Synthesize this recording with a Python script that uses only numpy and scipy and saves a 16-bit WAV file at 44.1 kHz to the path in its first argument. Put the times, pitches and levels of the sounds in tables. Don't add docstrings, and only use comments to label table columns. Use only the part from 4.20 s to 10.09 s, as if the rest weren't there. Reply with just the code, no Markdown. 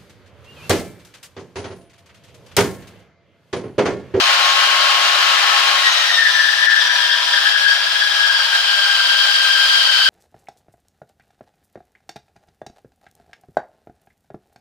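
import sys
import numpy as np
from scipy import signal
from scipy.fft import rfft, irfft, next_fast_len
from scipy.io import wavfile
from scipy.ndimage import uniform_filter1d, minimum_filter1d

SR = 44100
rng = np.random.default_rng(int(sys.argv[2]) if len(sys.argv) > 2 else 0)


def wav_record(signal):
    frames = np.transpose(np.atleast_2d(signal))
    bounded = np.clip(frames, -1, 1)
    quanta = np.round(bounded * 32767).astype(np.int16)
    wavfile.write(sys.argv[1], SR, quanta)


def amplitude_ratio(level_db):
    exponent = np.asarray(level_db, float) / 20
    return 10 ** exponent


N = 259749
PAD = next_fast_len(N + SR)
HZ = np.arange(PAD // 2 + 1) * SR / PAD + 1e-3


def teeth(turns, wheel_slip, wave, bite_db, overtone_db):
    # frequency in Hz, level in dB.
    bite_colour = [(300, -50), (900, -30), (1300, 7), (1700, 2.5), (2300, 7), (3200, 4.5), (4200, 2),
                   (5000, -7), (5600, -8), (7000, -20)]
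    teeth_per_turn, teeth_per_wave, turns_per_throb = 5.28, 15.5, 15.2
    wander = .18 * drift(14) + .045 * drift(110)
    tooth = 2 * np.pi * (teeth_per_turn * turns + wander)
    tooth = tooth + wave * np.sin(tooth / teeth_per_wave)
    throb_db = 3.5 * np.sin(2 * np.pi * turns / turns_per_throb + wheel_slip)
    push_db = bite_db - 10.5 + 3.5 * drift(116) + throb_db
    push = amplitude_ratio(push_db) * np.cos(tooth)

    tooth = tooth + .17 * drift(126)
    edge = np.cos(2 * tooth) + amplitude_ratio(4.0) * np.cos(3 * tooth) + amplitude_ratio(-12) * np.cos(4 * tooth)
    edge_db = overtone_db - 7.0 + 2.3 * drift(220) + 1.0 * drift(29) + 0.45 * throb_db
    blows = push + amplitude_ratio(edge_db) * edge
    return irfft(rfft(blows, PAD) * amplitude_ratio(at_hz(bite_colour)), PAD)[:N]


def chips(level_db):
    # frequency in Hz, level in dB per Hz.
    chip_colour = [(300, -60), (1000, 8), (2000, 10.5), (3200, 20.5), (5000, 18), (6500, 6), (9000, 3.5),
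                   (11500, -7), (13000, -9.5), (15800, -10.5)]
    grains = rng.standard_normal((2, N)) * amplitude_ratio(1.5 * drift(1250))
    return amplitude_ratio(level_db + 9.5) * [shaped(path, chip_colour) for path in grains]


def roar(level_db):
    # frequency in Hz, level in dB per Hz.
    roar_colour = [(100, -60), (200, -45), (358, -31.5), (454, -30), (585, -12), (850, -13), (1100, -5),
                   (1590, -9), (2200, -7.5), (2960, -5), (4330, -10), (5500, -14.5), (7000, -21),
                   (11500, -34), (16000, -44)]
    flicker_db = 0.64 * drift(18)
    noise = [shaped(white, roar_colour) for white in rng.standard_normal((2, N))]
    return amplitude_ratio(level_db + 10.5 + flicker_db) * noise


def rotor_tones(turns, turns_hz):
    # cycles per turn, level in dB away from any housing resonance.
    main_orders = [(1, -68), (2, -58.5), (3, -55), (18, -48.5)]
    # cycles per turn, level in dB against the once-a-turn tone.
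    weak_orders = [(12, 16.5)]
    orders = [(k, db + housing_db(k * turns_hz)) for k, db in main_orders]
    once_a_turn_db = orders[0][1]
    orders += [(k, once_a_turn_db + db) for k, db in weak_orders]
    tones = 0
    for k, db in orders:
        waver_db = 0.92 * np.sqrt(k) * drift(24)
        tones = tones + np.sqrt(2) * amplitude_ratio(db + waver_db) * np.sin(2 * np.pi * k * turns)
    return tones


def housing_db(tone_hz):
    # frequency in Hz, width in Hz, lift in dB.
    housing = [(298, 8, 8), (319, 16, 10), (364, 16, 15), (690, 30, 16), (728, 16, 14), (926, 28, 16),
               (975, 22, 21), (1004, 18, 17), (1088, 28, 30), (5590, 170, 9), (5950, 340, 12),
               (6420, 300, 8)]
    grid = np.arange(200., 7000)
    lift_db = sum(lift / (1 + (2 * (grid - hz) / width) ** 4) for hz, width, lift in housing)
    return np.interp(tone_hz, grid, lift_db)


def workshop(paths):
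    # frequency in Hz, width in Hz, left lift in dB, right lift in dB.
    body = [(459, 18, 2, 2), (543, 14, -24, -19), (553, 85, 5, 3), (610.6, 23, -8.5, -8),
            (771, 18, -5, -17), (820.4, 19, 7.5, 9.5), (914, 37, -8.5, -6), (940, 36, 4.5, 10.5),
            (1119, 46, -13, -1.5), (1301, 19, 5.5, -11), (1426, 67, 3, 9.5)]
    room_modes = [(1538, 30, 4, 2), (1594, 25, 6, 9), (1648, 25, 8, 6), (1757, 22, 7, 3), (1812, 30, 4, 5),
                  (1950, 20, 4, 3), (2436, 11.3, -1.5, 9.5), (2905, 160, 3, 2), (3070, 35, 5, 4),
                  (3135, 25, 3, 2), (3197, 30, 6, 5), (3293, 30, 4, 3)]
    guard = [(4050, 180, 4, 4.5), (4710, 34, -18, 14.5), (4850, 130, -5.5, 8), (5070, 102, 4.5, 5)]
    # frequency in Hz, difference in dB.
    left_over_right = [(60, -4), (110, -9), (200, 2), (380, 1), (700, 1.5), (1290, 10), (2380, 3),
                       (4400, 6), (8120, -1.5), (15000, -15.5)]
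    echo_s, echo, echo_cut_hz = .0100, .5, 1000
    comb = 1 + echo * np.exp(-2j * np.pi * HZ * echo_s) / (1 + (HZ / echo_cut_hz) ** 4)

    fade_60db_s, wet_db = .3, -13
    tail_s = np.arange(SR // 2) / SR
    tails = rng.standard_normal((2, SR // 2)) * amplitude_ratio(-60 * tail_s / fade_60db_s)
    room = 1 + amplitude_ratio(wet_db) * rfft(tails, PAD) / np.linalg.norm(tails[0])

    ring_db = 0
    for hz, width, left, right in body + room_modes + guard:
        ring_db = ring_db + np.outer([left, right], 1 / (1 + (2 * (HZ - hz) / width) ** 2))
    side_db = np.outer([.5, -.5], at_hz(left_over_right))
    return irfft(two_ears(*paths) * comb * room * amplitude_ratio(ring_db + side_db), PAD)[:, :N]


def two_ears(mid, side):
    # frequency in Hz, left-right likeness from 0 to 1, phase by which the left leads in radians.
    likeness = [(130, .8, 0), (290, .9, 0), (640, .8, .2), (1100, .62, 1.4), (2000, .55, 1.2),
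                (4000, .25, 1.4), (8000, .1, 1.5)]
    alike = np.clip(at_hz(likeness), 0, .98)
    lead = np.exp(1j * np.outer([.5, -.5], at_hz(likeness, column=2)))
    shared = np.sqrt(1 + alike) * rfft(mid, PAD)
    apart = np.sqrt(1 - alike) * rfft(side, PAD) * [[1], [-1]]
    return lead * (shared + apart)


def rumble():
    # middle in seconds, length in seconds, gain in dB.
    shakes = [
        (1.7, .5, 5),
        (2.9, .4, 3),
        (3.3, 0.32, 6),
        (4.85, .1, 7),
        (5.65, 0.54, 7),
    ]
    colour = [(20, 8), (60, -12), (110, -1.0), (200, -2.0), (280, -9), (400, -46)]   # Hz, dB
    shared, left, right = [shaped(white, colour) for white in rng.standard_normal((3, N))]
    ears = shared * amplitude_ratio(np.array([[2.5], [-2.5]])) + .45 * np.array([left, right])
    level_db = -69.5 - 1.5 + 2.2 * drift(6) + swells(*np.transpose(shakes))
    return amplitude_ratio(level_db) * ears


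def rms_one(x):
    return x / np.sqrt(np.mean(x ** 2) + 1e-20)


def in_time(rows):
    s, *columns = np.transpose(rows)
    return [np.interp(np.arange(N) / SR, s, c) for c in columns]


def at_hz(points, column=1):
    points = np.array(points)
    return np.interp(np.log(HZ), np.log(points[:, 0]), points[:, column])


def shaped(x, points):
    return rms_one(irfft(rfft(x, PAD) * amplitude_ratio(at_hz(points)), PAD)[:N])


def drift(rate_hz):
    r = np.exp(-2 * np.pi * rate_hz / SR)
    smooth = signal.lfilter([1], [1, -2 * r, r * r], rng.standard_normal(N + SR))
    return rms_one(smooth[SR:])


def swells(s, length_s, db):
    t = np.arange(0, N / SR, .002)
    bells = np.exp(-(2 * (t - s[:, None]) / length_s[:, None]) ** 2)
    return np.interp(np.arange(N) / SR, t, np.dot(db, bells))


def scene():
    # time in seconds, turns per second in Hz.
    rotor = [(0, 360.3), (.5, 363.3), (1.2, 365.8), (1.6, 363.7), (1.9, 351.1), (2.1, 336.3), (2.27, 330.4),
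             (2.45, 333.2), (2.7, 326), (3.0, 322.6), (3.15, 323.5), (3.3, 315.8), (3.5, 311.6),
             (3.78, 316.6), (4.2, 307.5), (4.8, 300.4), (5.55, 301), (5.89, 293.5)]
    # time in seconds, share from 0 to 1.
    blade_in = [
        (0, 0.03),
        (1.5, 0),
        (1.62, 0.34),
        (1.8, 0.58),
        (1.9, 0.8),
        (2.05, 0.96),
        (5.89, 0.88),
    ]
    # time in seconds, level in dB.
    feed = [
        (0, 0),
        (1.6, 5.5),
        (2.0, -1.5),
        (2.5, -3),
        (3.0, 0),
        (3.7, -0.5),
        (4.3, 0),
        (4.7, 1.5),
        (5.3, 4),
        (5.89, 5.5),
    ]
    # time in seconds, swing in radians.
    set_wave = [
        (0, .3),
        (1.9, .35),
        (2.15, .85),
        (3.1, .95),
        (3.4, .75),
        (4.4, .65),
        (4.8, .45),
        (5.89, .45),
    ]
    # middle and length in seconds, bite and overtone gain in dB.
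    grabs = [(1.665, .05, 17, 7), (1.745, 0.12, 6.5, 5), (1.896, 0.14, 9.5, 1), (1.96, 0.061, -5.5, 8),
             (2.04, 0.15, 13.5, 2), (2.235, 0.19, 12.5, 3), (2.498, 0.23, 16.5, 6), (2.7, 0.12, 8, 1),
             (2.62, 0.075, -1, 5.5), (2.812, 0.092, 6.5, 4), (2.924, 0.032, 14.5, 11),
             (3.13, 0.034, 1, 6.5), (3.166, 0.054, 7, 2.5), (3.28, 0.091, 8.5, 3), (3.366, 0.044, 10, 3.5),
             (3.494, 0.13, 11.5, 3.5), (3.824, 0.052, 8, 4.5), (3.93, .12, -2, 1), (4.1, 0.16, 6.5, 4.5),
             (4.358, 0.05, 13.5, -4), (4.485, .04, 0, 3), (5.086, 0.041, -0.5, -1), (5.25, 0.051, 0, -2),
             (5.653, 0.029, -10, 0.5), (5.86, 0.058, 1, 2.5)]
    # middle in seconds, length in seconds, loss in dB.
    gaps = [
        (2.695, 0.042, 8),
        (2.82, .07, 0.5),
        (2.974, 0.14, 4),
        (3.345, .05, 4),
        (3.617, 0.13, 3.5),
        (3.865, 0.089, 2),
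        (4.154, 0.063, 2),
        (4.283, .05, 2),
    ]
    turns_hz, feed_db = in_time(rotor)[0], in_time(feed)[0]
    turns = np.cumsum(turns_hz + .7 * drift(12)) / SR
    contact = np.clip(in_time(blade_in)[0], 0, 1)
    s, length_s, grab_db, sharp_db = np.transpose(grabs)
    grab_db, sharp_db = swells(s, length_s, grab_db), swells(s, length_s, sharp_db)

    free_db, loaded_db = -29, -38
    roar_db = free_db + (loaded_db - free_db) * contact ** 1.76
    bite_db = -22.5 + 0.73 * feed_db + grab_db
    overtone_db = -22.5 + feed_db + sharp_db
    hiss_db = -35.5 + 0.96 * feed_db + 0.21 * grab_db - swells(*np.transpose(gaps))

    wheel_slip = .7 * drift(4)
    wave = in_time(set_wave)[0]
    bite = [teeth(turns, wheel_slip, wave, bite_db, overtone_db) for path in range(2)]
    saw = roar(roar_db) + contact * (bite + chips(hiss_db))
    tones = rotor_tones(turns, turns_hz) * amplitude_ratio(np.array([[2.5], [-2.5]]))
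    return workshop(saw) + tones + rumble()


def low_pass(x):
    return signal.sosfilt(signal.butter(12, 16460, fs=SR, output="sos"), x)


def record(dry):
    ceiling, top_hz = .96, 15900
    over = np.maximum(np.abs(dry).max(axis=0) / ceiling, 1)
    gain = uniform_filter1d(minimum_filter1d(1 / over, size=801), size=401)
    gain = uniform_filter1d(gain, size=401)
    mix = irfft(rfft(dry * gain, PAD) * (HZ < top_hz), PAD)[:, :N]
    return low_pass(mix)


dry = scene()
out = record(dry)
wav_record(out)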